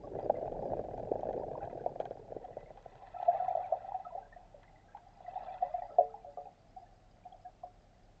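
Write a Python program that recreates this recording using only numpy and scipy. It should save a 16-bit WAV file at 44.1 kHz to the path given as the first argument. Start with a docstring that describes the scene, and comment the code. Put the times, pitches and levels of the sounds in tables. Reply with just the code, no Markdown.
"""Ducks feed on a muddy lake bed, heard from a camera in a watertight case under the surface.
First a bill dabbles in the silt: quick dull nibbles, harder pecks and clicks on grit over a rumble of
churned water. It slows to single pecks and stops. Then the bed is stirred twice: sand hisses up,
bubbles gurgle after it and thin out to single plops. Knocks, bubbles and grains ring the case;
a faint hum and hiss lie under it all, and soft high ticks come and go."""
import sys
import numpy as np
from scipy import signal
from scipy.fft import rfft, irfft, next_fast_len
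from scipy.io import wavfile

SR = 44100
rng = np.random.default_rng(int(sys.argv[2]) if len(sys.argv) > 2 else 0)


def dump_mix(stems):
    """Bounce the given channels to the path in sys.argv[1] as a 16-bit WAV at rate SR."""
    frames = np.atleast_2d(stems).T  # one column per channel
    limited = np.clip(frames, -1, 1)  # hard clip at full scale
    pcm = np.round(limited * 32767).astype(np.int16)
    wavfile.write(sys.argv[1], SR, pcm)


N = 361604
T = np.arange(N) / SR

# Hard pecks of the bill. Each row: time in seconds, level in dB, pitch in Hz.
HARD_PECKS = [(.188, -26, 647), (0.2611, -25.5, 566), (.2955, -27, 655), (0.2986, -13, 633),
              (.343, -30, 545), (.385, -30.5, 600), (0.4261, -28, 532), (0.478, -25, 693),
              (0.5209, -26, 500), (.567, -34, 600), (0.6244, -26, 538), (0.6554, -26, 547),
              (0.7192, -24, 572), (0.7333, -24, 644), (.738, -35, 570), (.769, -30.5, 600),
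              (0.7927, -24, 528), (.7995, -29, 564), (.848, -31, 555), (.885, -29.5, 620),
              (0.939, -29.5, 530), (1.116, -16.5, 466), (1.1552, -23, 550), (1.192, -30.5, 534),
              (1.231, -24, 676), (1.254, -28.5, 614), (1.2881, -23.5, 515), (1.308, -26, 590),
              (1.377, -26.5, 432), (1.3965, -28, 527), (1.436, -28, 614), (1.483, -42, 600),
              (1.578, -28, 580), (1.6742, -30.5, 704), (1.729, -32.5, 586), (1.776, -31, 565),
              (1.8616, -18, 635), (1.894, -37.5, 715), (1.959, -30.5, 644), (2.001, -21, 580),
              (2.054, -30.5, 710), (2.109, -26.5, 534), (2.171, -40.5, 696), (2.195, -43, 530),
              (2.226, -47, 660), (2.279, -46, 749), (2.305, -39, 470), (2.321, -29.5, 558),
              (2.349, -43, 430), (2.3645, -27.5, 438), (2.506, -37, 593), (2.5687, -28, 570),
              (2.629, -39.5, 600), (2.705, -36, 624), (2.86, -34.5, 633), (2.954, -45.5, 705)]
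# Mud churned by the bill. Each row: time in seconds, patter level in dB, rumble level in dB.
MUD_CHURN = [(0, -54.5, -55), (.2, -42, -53), (.7, -43.5, -48.5), (1.05, -47, -52), (1.35, -42.5, -50),
             (1.8, -47.5, -57), (2.25, -55.5, -63), (2.5, -54, -63), (3.05, -66.5, -85)]
# Stirrings of the bed. Each row: time of full strength in seconds, hold in seconds, build-up in dB/s,
# settling in dB/s, levels of coarse sand, fine sand and bubbles in dB.
BED_STIRS = [(3.306, 0.22, 23, 21.5, -59.5, -66, -41), (5.44, 0.17, 49.5, 36.5, -61.5, -64.5, -46.5)]
# Low and high modes of the case. Each row: frequency in Hz, gain in dB, T60 in seconds.
CASE_LOW_MODES = [(350, -19.5, 0.45), (446, -4, 0.54), (569.6, 8.5, 0.21), (564, -7.5, 0.34),
                  (721.5, 0.5, 0.23), (779, -8.5, 0.052), (806, -10, 0.24)]
CASE_HIGH_MODES = [(1322, 19.5, 0.12), (1994, 19, 0.065), (2630, -1.5, 0.022), (3480, -2.5, 0.039),
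                   (4130, -9.5, 0.0097), (6200, -6.5, 0.0046)]
# Spectrum of scraped grit. Each row: frequency in Hz, gain in dB.
GRIT_SPECTRUM = [(500, -7.5), (1000, 17), (1250, 5), (1650, 13.5), (2150, -5.5), (2500, 4), (2850, -21),
                 (3300, -10.5), (4300, -14), (5500, -32.5), (6500, -13.5), (8000, -39)]


def undb(db):
    """Decibels to gain."""
    return 10 ** (np.asarray(db) / 20)


def unit(x):
    """Scale to rms 1."""
    return x / np.sqrt(np.mean(x ** 2) + 1e-20)


def curve(table, column=1):
    """Gain over time from a dB column; fades outside the table's span."""
    rows = np.asarray(table)
    outside_s = np.maximum(rows[0, 0] - T, 0) + np.maximum(T - rows[-1, 0], 0)
    return undb(np.interp(T, rows[:, 0], rows[:, column])) * np.exp(-outside_s / 0.071)


def surge(s, hold_s, build_db_per_s, settle_db_per_s):
    """Gain that builds to 1 at time s, holds and settles."""
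    return undb(-build_db_per_s * np.maximum(s - T, 0) - settle_db_per_s * np.maximum(T - s - hold_s, 0))


def walk(knots_per_s):
    """Random drift with a spread near 1."""
    knots = rng.standard_normal(1024)
    return np.interp(T * knots_per_s, np.arange(len(knots)), knots) * np.sqrt(3 / 2)


def colour(x, spectrum):
    """Filter by (Hz, dB) points, to rms 1."""
    hz, db = np.transpose(spectrum)
    size = next_fast_len(N, True)
    bins_hz = np.maximum(np.arange(size // 2 + 1) * SR / size, 1)
    gain = undb(np.interp(np.log(bins_hz), np.log(hz), db))
    return unit(irfft(rfft(x, size) * gain, size)[:N])


def muffle(x, hz):
    """Steep low-pass."""
    return signal.sosfilt(signal.butter(8, hz, fs=SR, output="sos"), x)


def zero_phase(x, order, hz, kind="low"):
    """Butterworth filter, run forward and back."""
    return signal.sosfiltfilt(signal.butter(order, hz, kind, fs=SR, output="sos"), x)


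def add(track, s, sound):
    """Mix a sound into a track at time s."""
    i = int(np.clip(s * SR, 0, N))
    track[i:i + len(sound)] += sound[:N - i]


def swell(rise_s, shape):
    """Envelope peaking at rise_s; a higher shape starts softer and dies sooner."""
    t = T[:int(8 * rise_s * SR)]
    return (t / rise_s * np.exp(1 - t / rise_s)) ** shape


def ping(hz, rise_s, shape, glide_per_s=0):
    """Resonance that swells and dies; the glide is a share of its pitch."""
    envelope = swell(rise_s, shape)
    t = T[:len(envelope)]
    return envelope * np.sin(2 * np.pi * hz * t * (1 + glide_per_s * t / 2))


def swarm(hz, spread, rise_s, scatter_db, count, shape=1):
    """Pings of random time, pitch, length and size over the whole scene, rms 1."""
    out = np.zeros(N)
    starts_s = rng.uniform(0, N / SR, count)
    for s, (pitch, length, size) in zip(starts_s, np.clip(rng.standard_normal((count, 3)), -2, 2)):
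        tone = ping(hz * np.exp(spread * pitch), rise_s * np.exp(0.45 * length), shape)
        add(out, s, undb(scatter_db * size) * tone)
    return unit(out)


def case_ring(push, modes, lag_s=0):
    """The case rings on in its damped modes after a push."""
    t = T[:SR // 2]
    response = sum(undb(db - 60 * t / t60_s) * np.cos(2 * np.pi * hz * t) / t60_s
                   for hz, db, t60_s in modes)
    out = np.zeros(N)
    add(out, lag_s, signal.fftconvolve(push, response * 2 * np.log(1000) / SR)[:N])
    return out


def camera(hiss_db=-64, hum_hz=33.5):
    """Steady hiss and a low wavering hum."""
    # Noise floor. Each row: frequency in Hz, gain in dB.
    hiss_spectrum = [(12, -14.5), (35, 9), (80, -3), (160, -0.5), (300, -7.5), (500, -8), (730, -2),
                     (950, -16), (1400, -18), (2500, -24), (4000, -26), (7600, -31), (9000, -49)]
    # Odd harmonics of the hum. 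Each row: multiple of hum_hz, rms level in dB.
    harmonics = [(1, -68), (3, -71.5), (5, -81.5), (7, -88.5), (9, -87.5)]
    phase = 2 * np.pi * np.cumsum(hum_hz * (1 + .008 * walk(7.9))) / SR
    hum = sum(undb(db + 1.3 * walk(15)) * np.sqrt(2) * np.sin(k * phase) for k, db in harmonics)
    return undb(hiss_db) * colour(rng.standard_normal(N), hiss_spectrum) + hum


def ticking(tick_db=-2, tick_hz=4920, count=150, chirp_gap_s=0.018):
    """Faint high ticks come and go, at times bunched into a chirp of three."""
    # Loudness of the ticks. Each row: time in seconds, level in dB.
    tick_levels = [(0, -72), (2.2, -73), (2.35, -90), (4.95, -90), (5.08, -70), (6.2, -72), (8.2, -73)]
    # Chirps. Each row: start in seconds, level in dB, pitch in Hz.
    chirp_events = [(.205, -73, 4840), (.625, -76.5, 4900), (5.83, -74.5, 4720), (6.78, -75, 4830)]
    ticks, chirps = np.zeros((2, N))
    for k, (late, pitch, size) in enumerate(rng.standard_normal((count, 3))):
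        tick = ping(tick_hz * (1 + .025 * pitch), rise_s=.0038, shape=5)
        add(ticks, (k + 1.1 * late) * N / SR / count, undb(tick_db + 1.3 * size) * tick)
    for s, db, hz in chirp_events:
        for k, pitch in enumerate(rng.standard_normal(3)):
            tick = ping(hz * (1 + .015 * pitch), rise_s=.006, shape=4, glide_per_s=1)
            add(chirps, s + k * chirp_gap_s, undb(db) * tick)
    return curve(tick_levels) * ticks + chirps


def bubble_flow(lag_s=0.031, linger_s=0.038, seep_db=-73.5):
    """Gain of the gurgle: it lags each stirring; after the first the bed goes on seeping."""
    flow = sum(undb(db) * surge(s + lag_s, hold_s + linger_s, build_db_per_s=53.5, settle_db_per_s=33.5)
               for s, hold_s, *_, db in BED_STIRS)
    return flow + undb(seep_db) * (T > BED_STIRS[0][0])


def eddies(rumble_db=1, flutter_db=0.5, wake_db=-24):
    """Churned water presses on the case in a fluttering rumble; rising bubbles leave a softer wake."""
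    # Spectra of rumble and wake. Each row: frequency in Hz, gain in dB.
    rumble_spectrum = [(15, -23), (30, 3), (70, -4), (125, -3.5), (200, -4), (320, -2.5), (600, -8),
                       (1200, -90.5)]
    wake_spectrum = [(70, -4.5), (125, 13.5), (175, -5.5), (260, -5), (500, -54)]
    pressure = undb(rumble_db + flutter_db * walk(22)) * curve(MUD_CHURN, column=2)
    rumble = colour(rng.standard_normal(N), rumble_spectrum)
    wake = colour(rng.standard_normal(N), wake_spectrum)
    return pressure * rumble + undb(wake_db) * bubble_flow() * wake


def sand(coarse_db=-5.5, fine_db=-5, hiss_db=-3, fizz_db=-1.5, drift_db=-84.5, fine_lead_s=.04):
    """Grains crackle on the case and ring its high modes amid a fizz; fine, bright sand arrives first."""
    # Spectrum of the crackle. Each row: frequency in Hz, gain in dB.
    spectrum = [(600, -12), (1000, 10), (1200, -10.5), (1500, -7.5), (1800, -1.5), (2250, -18.5),
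                (2520, -4.5), (2950, -17), (3450, -8.5), (4100, -12), (4600, -14), (6200, -26), (8000, -50)]
    # Brief crackling hisses: puffs of sand, and the case's high ring after the loudest plop.
    # Each row: start in seconds, level in dB, rise in seconds.
    hisses = [(.18, -63, 0.017), (1.611, -62, 0.012), (1.696, -55, 0.0055), (2.425, -63, 0.0036),
              (2.467, -62.5, .004), (2.765, -70, 0.0097), (3.328, -53.5, 0.013), (4.629, -63, 0.0058),
              (4.679, -70, 0.0049), (4.968, -63, 0.0034), (5.255, -69, 0.0061), (6.008, -65, .012)]
    coarse_flow, fine_flow = np.zeros((2, N))
    for s, hold_s, build, settle, stir_coarse_db, stir_fine_db, _ in BED_STIRS:
        coarse_flow += undb(stir_coarse_db + coarse_db) * surge(s, hold_s, build, settle)
        fine_flow += undb(stir_fine_db + fine_db) * surge(s - fine_lead_s, hold_s, build, settle)
    coarse_flow += undb(drift_db + coarse_db) * (T < BED_STIRS[-1][0])  # drifts until the last stir
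    for s, db, rise_s in hisses:
        add(coarse_flow, s, undb(db + hiss_db) * swell(rise_s, 0.93))
    sizes = undb(2.5 * np.minimum(rng.exponential(size=N), 4))
    impacts = rng.standard_normal(N) * (rng.random(N) < .025) * sizes
    grains = colour(impacts, spectrum)
    fizz = swarm(hz=2400, spread=.42, rise_s=.0019, scatter_db=2.8, count=4000, shape=2)
    crackle = unit(grains + case_ring(grains, CASE_HIGH_MODES)) + undb(fizz_db) * colour(fizz, spectrum)
    coarse = zero_phase(crackle, order=2, hz=2820)
    fine = zero_phase(crackle, order=2, hz=[2400, 4850], kind="band")
    flutter = undb(1.8 * walk(70))
    return flutter * (coarse_flow * coarse + fine_flow * fine)


def trickle():
    """Stray tiny bubbles pop against the case."""
    # Loudness of the pops. Each row: time in seconds, level in dB.
    pop_levels = [(0, -86), (2.2, -84), (2.6, -81), (4.2, -82), (4.4, -88), (5, -86), (6.2, -87),
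                  (7.4, -90), (8.2, -96)]
    pops = swarm(hz=1900, spread=.3, rise_s=.0007, scatter_db=3, count=320)
    return curve(pop_levels) * unit(pops + case_ring(pops, CASE_HIGH_MODES))


def splinters(parent_db, parent_hz, count=6, span_s=.05, spread_hz=115, fade_db_per_s=110):
    """A bubble sheds lesser ones near its own pitch, weaker the later they come."""
    usual_parent_db, growth = -42, .76
    cluster_db = -54.5 + growth * (parent_db - usual_parent_db)
    out = np.zeros(N)
    for late, pitch, size in rng.uniform(-1, 1, (count, 3)):
        delay_s = span_s * (1 + late) / 2
        tone = ping(parent_hz + spread_hz * pitch, rise_s=.003, shape=2.6)
        add(out, delay_s, undb(cluster_db - fade_db_per_s * delay_s + 2 * size) * tone)
    return out[:SR // 4]


def bubbles(bubble_db=1, short_db=-6, long_db=-4, froth_db=-24, bump_db=-18, high_ring_db=-19):
    """Air let go under water: each bubble rings at the pitch of its size, rising as it floats up."""
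    # Distinct bubbles. Each row: time in seconds, level in dB, nominal pitch in Hz,
    # nominal rise in seconds, coupling to the case in dB.
    plops = [(0.0381, -55, 1110, 0.0063, -2), (0.3548, -59, 2054, 0.0046, -3),
             (1.5541, -37.5, 946, 0.0029, -5), (1.607, -55, 1480, 0.0022, -8),
             (1.61, -40.5, 789, 0.011, 0.5), (1.632, -60, 2480, 0.0019, -9), (1.639, -57, 1660, .003, -5),
             (1.797, -57.5, 1550, 0.0034, 1), (2.4411, -40, 745, 0.0077, 1.5),
             (2.53, -65, 1900, 0.0018, -2), (2.66, -62.5, 2108, 0.0033, 2), (2.7729, -45, 783, 0.0034, -17),
             (3.02, -42.5, 754, 0.0036, 3.5), (3.139, -40.5, 706, 0.0096, -7.5),
             (3.164, -57.5, 1324, 0.0072, 2), (3.164, -37.5, 754, 0.0032, -8.5),
             (3.1987, -31, 757, 0.0041, 2.5), (3.2268, -26.5, 745, 0.003, -21),
             (3.2788, -18, 691.4, 0.0099, -9), (3.303, -37.5, 721, 0.0049, -10.5),
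             (3.322, -30, 720, .014, -17.5), (3.3465, -24.5, 708, 0.0032, -11),
             (3.356, -30, 730, 0.0035, -9.5), (3.3965, -28, 710, 0.0065, -2),
             (3.4198, -30, 735, 0.0095, -3), (3.445, -34.5, 746, 0.0069, -10.5),
             (3.48, -25, 734, 0.0046, -13), (3.486, -63, 6100, 0.0011, -20),
             (3.5083, -26, 727, 0.0031, -14), (3.551, -22, 700, 0.003, -22.5),
             (3.5704, -25.5, 670, 0.0045, -1.5), (3.595, -31.5, 730, 0.0083, -8),
             (3.654, -35, 743, .007, -9.5), (3.7223, -20, 671, 0.0038, -7.5),
             (3.7325, -28, 730, 0.0047, -14), (3.762, -41, 680, .0035, -7.5),
             (3.842, -38.5, 759, 0.0063, -18), (3.8828, -36, 772, 0.0074, -1),
             (3.9187, -30.5, 833, 0.0021, -14), (3.9427, -29, 742, 0.0094, -18),
             (3.9971, -37.5, 760, 0.0065, -19), (4.049, -47.5, 1286, 0.007, -4),
             (4.0635, -37.5, 706, 0.0066, -8), (4.105, -51, 976, .005, -8), (4.121, -43, 669, 0.0088, -10),
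             (4.1487, -34, 677, 0.0048, 3.5), (4.21, -50, 750, 0.0066, 9), (4.262, -57.5, 630, 0.0062, 7.5),
             (4.1759, -34, 773, 0.0058, -13), (4.226, -63, 1570, 0.0054, -7),
             (4.2532, -63, 1600, .0052, -1), (4.3257, -52, 1824, 0.0051, -13),
             (4.3618, -45.5, 715, 0.0049, 2.5), (4.451, -55.5, 690, 0.0058, 2.5),
             (4.5433, -44.5, 597, 0.0039, -6.5), (4.629, -66, 2030, .003, 5),
             (4.679, -63, 2040, 0.0031, -4), (4.7591, -62, 2010, 0.0024, -3),
             (4.883, -65.5, 1604, 0.0076, 5), (4.916, -65, 1620, .005, 0), (4.9476, -38, 834, 0.0029, -16),
             (4.958, -48, 838, 0.0073, -5), (4.984, -68, 1570, 0.0046, -1),
             (5.062, -53.5, 760, 0.0077, 2.5), (5.2045, -44, 716, 0.0021, -10),
             (5.246, -44.5, 732, 0.0067, -4), (5.334, -41.5, 710, 0.002, -8), (5.405, -38, 757, 0.0037, -4),
             (5.264, -60, 1940, 0.0034, 2.5), (5.2777, -37, 700, 0.0074, -11),
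             (5.3558, -32.5, 748, 0.0065, -30), (5.3729, -34.5, 824, 0.0034, -11.5),
             (5.4787, -36, 727, 0.0076, -22), (5.6229, -22, 728, 0.0053, -5),
             (5.612, -40.5, 731, 0.0071, -8), (5.626, -41.5, 545.4, 0.0077, 2.5),
             (5.7395, -28, 711, 0.0079, -10), (5.78, -37.5, 687, 0.0098, 1.5),
             (5.819, -33.5, 750, 0.0034, 2), (5.82, -50, 580, 0.0044, 3.5),
             (5.8214, -55.5, 1915, 0.0033, -0.5), (5.9005, -60.5, 1300, 0.0081, 11),
             (5.907, -44, 590, 0.0014, 9.5), (5.9835, -14, 689, 0.0054, 3), (6.0005, -26.5, 702, 0.0019, 2),
             (6.006, -25.5, 623, 0.006, -4), (6.095, -67, 1290, 0.0052, -7),
             (6.1402, -37.5, 815, 0.0037, -1.5), (6.2452, -42, 724, 0.0039, 5),
             (6.262, -53.5, 590, 0.009, 8), (6.3711, -58.5, 1186, 0.0058, 6), (6.372, -35, 698, 0.003, 9),
             (6.4539, -44, 766, 0.0058, 11.5), (6.456, -68, 2550, 0.0021, -1),
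             (6.7634, -41, 746, 0.0089, -11), (6.795, -51.5, 745, 0.0055, -12),
             (6.8186, -49.5, 705, 0.0094, -14), (6.862, -70, 1740, .007, -7), (6.923, -58, 748, 0.0069, -9),
             (7.008, -68, 765, .005, -13), (7.238, -68, 2410, 0.0032, -5), (7.2509, -44, 726, 0.0096, -6),
             (7.318, -48, 754, 0.009, -2), (7.343, -48.5, 697, 0.0035, -2), (7.395, -59, 735, .004, -8),
             (7.3251, -61.5, 3310, 0.0027, -36), (7.4478, -42.5, 720, 0.013, -27),
             (7.4505, -65, 1658, 0.0063, -11), (7.6318, -57, 1060, 0.003, -17),
             (7.634, -37.5, 710, 0.0044, 2)]
    large, small, push = np.zeros((3, N))
    for s, db, hz, rise_s, coupling_db in plops:
        bursts_on_case = coupling_db > 2.9  # starts abruptly, kicks the low modes harder
        stretch, shape, kick_db = (1, 1.5, -5) if bursts_on_case else (1.35, 2.6, -16)
        tone = undb(db + bubble_db) * ping(hz * .99, rise_s * stretch, shape, glide_per_s=0.92)
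        start_s = s - (stretch - 1) * rise_s
        track = large if hz < 900 else small
        add(track, start_s - .0006, tone)
        add(track, s, splinters(db, hz) * (hz < 2300))
        add(push, start_s, undb(coupling_db) * tone)
        kick = undb(db + coupling_db + kick_db) * ping(hz=460, rise_s=.003, shape=1)
        add(push, s, kick)
        add(large, s, undb(bump_db) * kick)
    flow = bubble_flow()
    short_pings = swarm(hz=747.3, spread=0.083, rise_s=0.0035, scatter_db=1.5, count=700, shape=3.2)
    long_pings = swarm(hz=733.3, spread=.08, rise_s=0.0092, scatter_db=1, count=230, shape=0.54)
    gurgle = flow * (undb(short_db) * short_pings + undb(long_db) * long_pings)
    froth = undb(froth_db) * flow * swarm(hz=1402, spread=0.26, rise_s=0.0035, scatter_db=5, count=1500)
    low_ring = case_ring(push + undb(-1) * gurgle, CASE_LOW_MODES, lag_s=0.00778)
    high_ring = undb(high_ring_db) * case_ring(small + froth, CASE_HIGH_MODES)
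    return muffle(large + gurgle + low_ring, hz=1000) + small + froth + high_ring


def snaps(crunch_db=-2, pivot_hz=3200):
    """The bill closes on hard grit: a short click, dull or bright, and a crunch."""
    # Snaps of the bill. Each row: start in seconds, level in dB, tilt about pivot_hz in dB/octave.
    snap_events = [(.195, -62, 1.5), (0.298, -62.5, -5), (0.52, -63, -6), (1.118, -69, -5),
                   (1.209, -64.5, 10), (1.235, -68, -6), (1.329, -62, 6), (1.652, -62, -3),
                   (1.865, -70, -5), (2, -51.5, -5), (2.011, -57, -4), (2.054, -53.5, -1.5),
                   (2.108, -62, -1), (2.449, -64, -8), (2.605, -67, 4), (2.774, -65, -4), (2.826, -68, 12),
                   (2.954, -65, 2), (3.23, -56.5, 0.5), (3.371, -65, 1), (3.662, -65, 7), (4.632, -63, -5),
                   (4.971, -63.5, -3)]
    # Modes of a click. Each row: frequency in Hz, gain in dB.
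    click_modes = [(2380, -5), (3200, 0.5), (3830, -5), (6200, -12.5)]
    clicks, crunch = np.zeros((2, N))
    for s, db, tilt in snap_events:
        add(crunch, s, undb(db + crunch_db) * swell(rise_s=0.0027, shape=0.37))
        for hz, mode_db in click_modes:
            gain = undb(db + mode_db + tilt * np.log2(hz / pivot_hz))
            add(clicks, s, gain * ping(hz, rise_s=0.00068, shape=0.98))
    return clicks + crunch * colour(rng.standard_normal(N), GRIT_SPECTRUM)


def nibbles(rate_per_s=30, jitter=0.5, until_s=2.3, over_churn_db=13.5, hz=564, thud_db=-16.5):
    """Light pecks between the hard ones, as strong as the churn; rows (s, dB, Hz, thud dB, rise s)."""
    churn_s, patter_db, _ = np.transpose(MUD_CHURN)
    hard_s = np.transpose(HARD_PECKS)[0]
    rows, s = [], 0
    for gap, size, pitch in np.clip(rng.standard_normal((128, 3)), -2, 2):
        s += np.exp(jitter * gap) / rate_per_s
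        if s < until_s and np.min(np.abs(hard_s - s)) > .5 / rate_per_s:
            db = np.interp(s, churn_s, patter_db) + over_churn_db + 0.5 * size
            rows.append((s, db, hz * np.exp(0.16 * pitch), db + thud_db, .003))
    return rows


def grit(scrape, patter, patter_db=-30, scatter_db=3.5, changes_per_s=60):
    """Grit rasps with each peck and clod, varying in amount and brightness."""
    envelope = scrape + undb(patter_db + scatter_db * walk(changes_per_s)) * np.abs(patter)
    rasp = colour(rng.standard_normal(N), GRIT_SPECTRUM)
    dull = zero_phase(rasp, order=4, hz=2100)
    treble = undb(scatter_db * walk(changes_per_s)) * (rasp - dull)
    return envelope * (dull + treble)


def dabbling(knock_db=-1, rebound_db=-9, ring_db=-15, patter_db=-2, wet_db=-7.5, scatter_db=2):
    """Each peck knocks, rebounds, thuds into the bed and scrapes; clods patter, bubbles churn between."""
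    rebound_hz, thud_hz = 703, 130
    hard_thud_db, hard_rise_s = -54.5, 0.0024
    usual_peck_db, usual_grit_db, grit_growth = -24.5, -62, 0.55
    knocks, thuds, scrape = np.zeros((3, N))
    pecks = [(s, db, hz, hard_thud_db, hard_rise_s) for s, db, hz in HARD_PECKS] + nibbles()
    variations = rng.uniform(-1.04, 1, (256, 4))
    for (s, db, hz, thud_db, rise_s), (late, pitch, weight, gritty) in zip(pecks, variations):
        knock = ping(hz, rise_s, shape=2.85)
        rebound = ping(rebound_hz * (1 + .08 * pitch), rise_s=0.0025, shape=1.9)
        thud = ping(thud_hz * (1 + .14 * pitch), rise_s=0.012, shape=2.8)
        grit_db = usual_grit_db + grit_growth * (db - usual_peck_db)
        add(knocks, s - .0013, undb(db + knock_db) * knock)
        add(knocks, s + 0.00351 + 0.002 * late, undb(db + rebound_db) * rebound)
        add(thuds, s - .002, undb(thud_db + scatter_db * weight) * thud)
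        add(scrape, s - .004, undb(grit_db + scatter_db * gritty) * swell(rise_s=0.0034, shape=1.5))
    churn = curve(MUD_CHURN)
    clods = swarm(hz=524, spread=0.201, rise_s=0.0034, scatter_db=3, count=1100, shape=1.8)
    mud_bubbles = swarm(hz=699, spread=0.142, rise_s=0.0065, scatter_db=5.5, count=1100, shape=2.4)
    patter = undb(patter_db) * churn * clods
    wet = undb(wet_db) * churn * mud_bubbles
    ring = undb(ring_db) * case_ring(knocks, CASE_LOW_MODES, lag_s=0.001)
    return muffle(knocks + patter + wet + ring, hz=960) + thuds + grit(scrape, patter)


def scene():
    """Everything reaches one microphone through the case."""
    return (dabbling() + snaps() + eddies() + bubbles() + sand() + trickle() + ticking() + camera())[None]


def record(dry):
    """The recorder cuts the treble above 8800 Hz."""
    return signal.sosfilt(signal.ellip(8, .2, 60, 8800, fs=SR, output="sos"), dry)


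dry = scene()
out = record(dry)
dump_mix(out)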